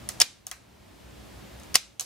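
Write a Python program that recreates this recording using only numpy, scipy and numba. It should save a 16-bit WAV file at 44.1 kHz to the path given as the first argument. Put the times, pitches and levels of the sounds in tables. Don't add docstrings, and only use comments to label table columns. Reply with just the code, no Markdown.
import sys
import numpy as np
from scipy import signal
from scipy.io import wavfile
from scipy.ndimage import uniform_filter1d
from numba import njit

SR = 44100
rng = np.random.default_rng(int(sys.argv[2]) if len(sys.argv) > 2 else 0)


def linear_from_db(decibels):
    return 10 ** (np.asarray(decibels, float) / 20)


def wrap_up_sound(samples):
    columns = np.atleast_2d(samples).T
    tamed = np.clip(columns, -1, 1)
    steps = np.round(tamed * 32767).astype(np.int16)
    wavfile.write(sys.argv[1], SR, steps)


N = 90404

# f/Hz, relative level/dB, t60/s
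MECHANISM_MODES = [(280, -17.5, 0.042), (756, -15.5, 0.032), (1300, -19.5, 0.011), (2097, -21, 0.024),
                   (2950, -20, 0.024), (3420, 7.5, 0.0055), (4560, -20, 0.018), (4960, 11.5, 0.015),
                   (5630, 14.5, 0.0085), (6850, 11, 0.0075), (9100, 7.5, 0.015), (9500, 8, .005),
                   (10680, 12, 0.0077), (11700, 2, 0.0047)]


def unit_rms(x):
    return x / np.sqrt(np.mean(x ** 2) + 1e-20)


def curve(points, hz):
    f, value = np.transpose(points)
    return np.interp(np.log(hz + 1), np.log(f + 1), value)


def air():
    # f/Hz, relative level/dB per Hz
    density = [(12, -86), (20, -10), (42, -34), (65, -8), (251, -5.5), (305, -6.5), (492, -12.5),
               (551, -9.5), (599, -10.5), (1280, -18.5), (3420, -22), (15200, -35.5), (16500, -47.5)]
    # f/Hz, left-right likeness
    likeness = [(60, 0.74), (130, 0.43), (290, -0.14), (640, 0.0075), (1410, 0.35), (3100, 0.58),
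                (6820, 0.54), (15000, 0.73)]
    level_db = -47
    frames, hz = N // 512 + 5, np.fft.rfftfreq(2048, 1 / SR)
    a, b, c, d, patches = rng.standard_normal((frames, 1025, 5)).T
    patches = uniform_filter1d(patches, size=12, axis=0)
    patches = unit_rms(uniform_filter1d(patches, size=6, axis=1))
    same = np.clip(curve(likeness, hz), -1, 1)[:, None]
    left = a + 1j * b
    right = same * left + np.sqrt(1 - same ** 2) * (c + 1j * d)
    spectrum = np.array([left, right]) * linear_from_db(curve(density, hz)[:, None] + 0.4 * patches)
    noise = signal.istft(spectrum, nperseg=2048, noverlap=1536)[1][:, :N]
    return linear_from_db(level_db) * unit_rms(noise)


def hum():
    # f/Hz, rms level/dB, bandwidth/Hz
    lines = [(61, -49, 7.3), (76, -56, 40), (118, -57.5, 3.3), (202.8, -62.5, 3.3)]
    t, out = np.arange(N) / SR, np.zeros(N)
    for hz, db, width_hz in lines:
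        r = np.exp(-np.pi * width_hz / SR)
        waver = signal.lfilter([1 - r], [1, -r], rng.standard_normal((2, N + SR)))[:, SR:]
        in_phase = waver[0] * np.cos(2 * np.pi * hz * t)
        quadrature = waver[1] * np.sin(2 * np.pi * hz * t)
        out += linear_from_db(db) * unit_rms(in_phase + quadrature)
    return out


def room(x):
    # f/Hz, t60/s
    decay = [(300, 0.38), (1000, 0.38), (3000, 0.36), (6000, 0.35), (10000, .35), (15000, 0.11)]
    # f/Hz, relative level/dB
    colour = [(200, 2), (1000, -1.5), (3000, -2), (6000, -3.5), (10000, -11), (15000, -10)]
    same = 0.42
    far_db, near_db = -9, -8
    near_t60_s = 0.077
    gap_s = .003
    a, b = rng.standard_normal((2, SR // 2))
    noise = np.array([a, same * a + np.sqrt(1 - same ** 2) * b])
    hz, t, z = signal.stft(noise, SR, nperseg=256)
    z *= linear_from_db(curve(colour, hz)[:, None])
    far = signal.istft(z * linear_from_db(-60 * t / curve(decay, hz)[:, None]), SR, nperseg=256)[1]
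    tail_t = np.arange(far.shape[1]) / SR
    near = signal.istft(z, SR, nperseg=256)[1] * linear_from_db(-60 * tail_t / near_t60_s)
    tail = linear_from_db(far_db) * far / np.linalg.norm(far[0])
    tail += linear_from_db(near_db) * near / np.linalg.norm(near[0])
    tail *= np.clip(tail_t / gap_s, 0, 1) ** 2
    return signal.fftconvolve(x[None], tail, axes=1)[:, :N]


def room_answer(puffs):
    turn_s = .004
    turn = np.pi * np.arange(N) / SR / turn_s
    return sum(room(puffs * np.sqrt(2 / 3) * np.cos(turn + k * np.pi / 3)) for k in range(3))


def body(modes):
    crack_db = -6
    lag_s, scatter_rad = .000028, .4
    t = np.arange(2048) / SR
    out = np.zeros((2, len(t)))
    for (hz, db, t60), turn in zip(modes, rng.standard_normal(len(modes))):
        shift = np.array([[0], [scatter_rad * turn - 2 * np.pi * hz * lag_s]])
        out += linear_from_db(db - 60 * t / t60) * np.sin(2 * np.pi * hz * t + shift)
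    out /= np.linalg.norm(out[0])
    out[[0, 1], [0, round(lag_s * SR)]] += linear_from_db(crack_db)
    return out


def impacts(rows, modes, sharpness):
    rise_ms = 0.035
    ring, ms = body(modes), np.arange(512) * 1000 / SR
    out, puffs = np.zeros((2, N + 4096)), np.zeros(N + 4096)
    for (s, db, contact_ms, hz, pan_db), rough in zip(rows, rng.standard_normal((len(rows), 512))):
        push = np.sign(rough) + .5 * rough
        push *= (1 - np.exp(-ms / rise_ms)) * np.exp(-(ms / contact_ms) ** 2)
        colour = signal.iirpeak(hz, sharpness, SR)
        push, puff = signal.lfilter(*colour, signal.lfilter(*colour, [push, ms == 0]))
        sound = signal.fftconvolve(push[None], ring, axes=1)
        sound *= linear_from_db(db) / abs(sound.mean(0)).max()
        at = round(s * SR)
        out[:, at:at + sound.shape[1]] += linear_from_db(np.array([[.5], [-.5]]) * pan_db) * sound
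        puffs[at:at + 512] += puff * np.linalg.norm(sound[0]) / np.linalg.norm(puff)
    return out[:, :N], puffs[:N]


def panel_knocks():
    # t/s, peak level of the channel mean before panning/dB, contact time/ms, centre f/Hz, left-right/dB
    knocks = [(.0905, -32, 3.2, 1444, 2), (.4648, -49, 0.72, 2500, 5), (.4690, -30, 3.6, 1200, 4),
              (.5142, -19, 3.6, 1620, 4), (.2035, -27, 1.7, 900, -15), (.2155, -27.5, 1.4, 900, 5),
              (1.7545, -21, 1.1, 900, 1.5), (1.9935, -43.5, 3.6, 2410, -24),
              (1.9975, -25.5, 0.5, 1150, 9.5), (2.0065, -31, 0.93, 800, -7), (2.0115, -27, 0.81, 1000, 8)]
    # f/Hz, relative level/dB, t60/s
    panel = [(526, -7.5, 0.013), (756, -1, .04), (900, -14, 0.047), (1190, -8.5, 0.013), (1345, -7, 0.01),
             (1610, 0, 0.0067), (2000, -1.5, 0.027), (3320, 9.5, 0.024), (4000, -9, 0.012)]
    return impacts(knocks, panel, sharpness=0.77)


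def lever_ticks():
    # t/s, peak level of the channel mean before panning/dB, contact time/ms, centre f/Hz, left-right/dB
    ticks = [(.0893, -16, .9, 9000, 0), (.4675, -9, .35, 11000, 0), (.4686, -10, .35, 10500, 0),
             (.5136, -6, .7, 9500, 0), (.2013, -7.5, 1.2, 7000, 0), (1.5987, -41, 1.2, 9500, 0),
             (1.6342, -37, .6, 8000, 0), (1.7433, -12, .6, 8000, 0), (1.9965, -2, .7, 7500, 0),
             (2.0087, -5.5, .6, 10000, 0)]
    # f/Hz, relative level/dB, t60/s
    switch = [(3120, -12, .005), (4120, -10, .005), (5450, -6, .004), (6500, -1, .006), (7050, -6, .004),
              (8300, -3, .005), (9580, -2, .009), (10400, -3, .004), (12400, -6, .004)]
    return impacts(ticks, switch, sharpness=0.77)


def rattle():
    # start t/s, length/s, rms level of the knocks before ringing/dB
    travels = [(0.2001, 0.024, -24.5), (1.7416, 0.03, -33)]
    swell_s, stop_s = .0015, .004
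    t = np.arange(N) / SR
    knocks = rng.standard_normal(N) * rng.exponential(1, N)
    level = np.zeros(N)
    for s, length, db in travels:
        swell = np.clip((t - s) / swell_s, 0, 1)
        level += linear_from_db(db) * swell * np.clip((s + length - t) / stop_s, 0, 1)
    push = level * unit_rms(knocks)
    return signal.fftconvolve(push[None], body(MECHANISM_MODES), axes=1)[:, :N]


def mechanism_blows():
    # t/s, peak level of the channel mean before panning/dB, contact time/ms, centre f/Hz, left-right/dB
    blows = [(.2060, -15, .6, 2500, 1), (.2100, -8.5, .7, 6000, 1), (.2132, -12, 1.3, 4800, 1),
             (.2155, -.8, 1.1, 6000, 1), (.2168, -4.5, .9, 6000, 1), (.2186, -3, .6, 5200, 1),
             (.2202, -11, .6, 3800, 1), (1.7460, -20, 1.2, 2200, 1), (1.7508, -16, 1.8, 2200, 1),
             (1.7543, -4.5, .6, 7000, 1), (1.7551, -.8, 1.1, 5500, 1), (1.7565, -1.5, .7, 6500, 1),
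             (1.7595, -11, 1.0, 4500, 1), (1.7630, -15, 1.0, 6500, 1), (1.7665, -13, 1.0, 5000, 1)]
    return impacts(blows, MECHANISM_MODES, sharpness=0.482)


def scene():
    hits = [panel_knocks(), lever_ticks(), mechanism_blows()]
    slide = rattle()
    direct = sum(sound for sound, _ in hits) + slide
    puffs = sum(puff for _, puff in hits) + slide.mean(0)
    return air() + hum() + room_answer(puffs) + direct


@njit
def cut_wanted(level_db, knee_db, most_db, hold, step_db, ease_db):
    out, cut_db, wait = np.zeros(len(level_db)), 0., 0.
    for n in range(len(level_db)):
        if level_db[n] - cut_db > knee_db:
            cut_db, wait = most_db, hold
        elif wait > 0:
            wait -= 1
        else:
            cut_db -= step_db * min(cut_db / ease_db, 1.)
        out[n] = cut_db
    return out


def gain_control(dry):
    knee_db, most_db, ease_db = -15, 13, 2.5
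    attack_s, hold_s, recover_db_per_s = .0038, 0.25, 15.5
    power = abs(uniform_filter1d((dry ** 2).mean(0), size=256, origin=127))
    level_db = 10 * np.log10(power + 1e-12)
    cut_db = cut_wanted(level_db, knee_db, most_db, hold_s * SR, recover_db_per_s / SR, ease_db)
    r = np.exp(-1 / (attack_s * SR))
    cut_db = signal.lfilter([(1 - r) ** 2], [1, -2 * r, r ** 2], cut_db)
    return dry / linear_from_db(cut_db)


def top_cut(x):
    return signal.sosfilt(signal.butter(12, 16980, fs=SR, output="sos"), x)


def record(dry):
    low_cut_hz, ceiling, edge_hz = 65, .92, 15900
    low_cut = signal.butter(2, low_cut_hz, "high", fs=SR, output="sos")
    x = signal.sosfilt(low_cut, gain_control(dry))
    clipped = np.clip(x, -ceiling, ceiling)
    band_limit = signal.firwin(255, edge_hz, window=("kaiser", 8), fs=SR)
    mix = signal.oaconvolve(clipped, band_limit[None], "same")
    return top_cut(mix)


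dry = scene()
out = record(dry)
wrap_up_sound(out)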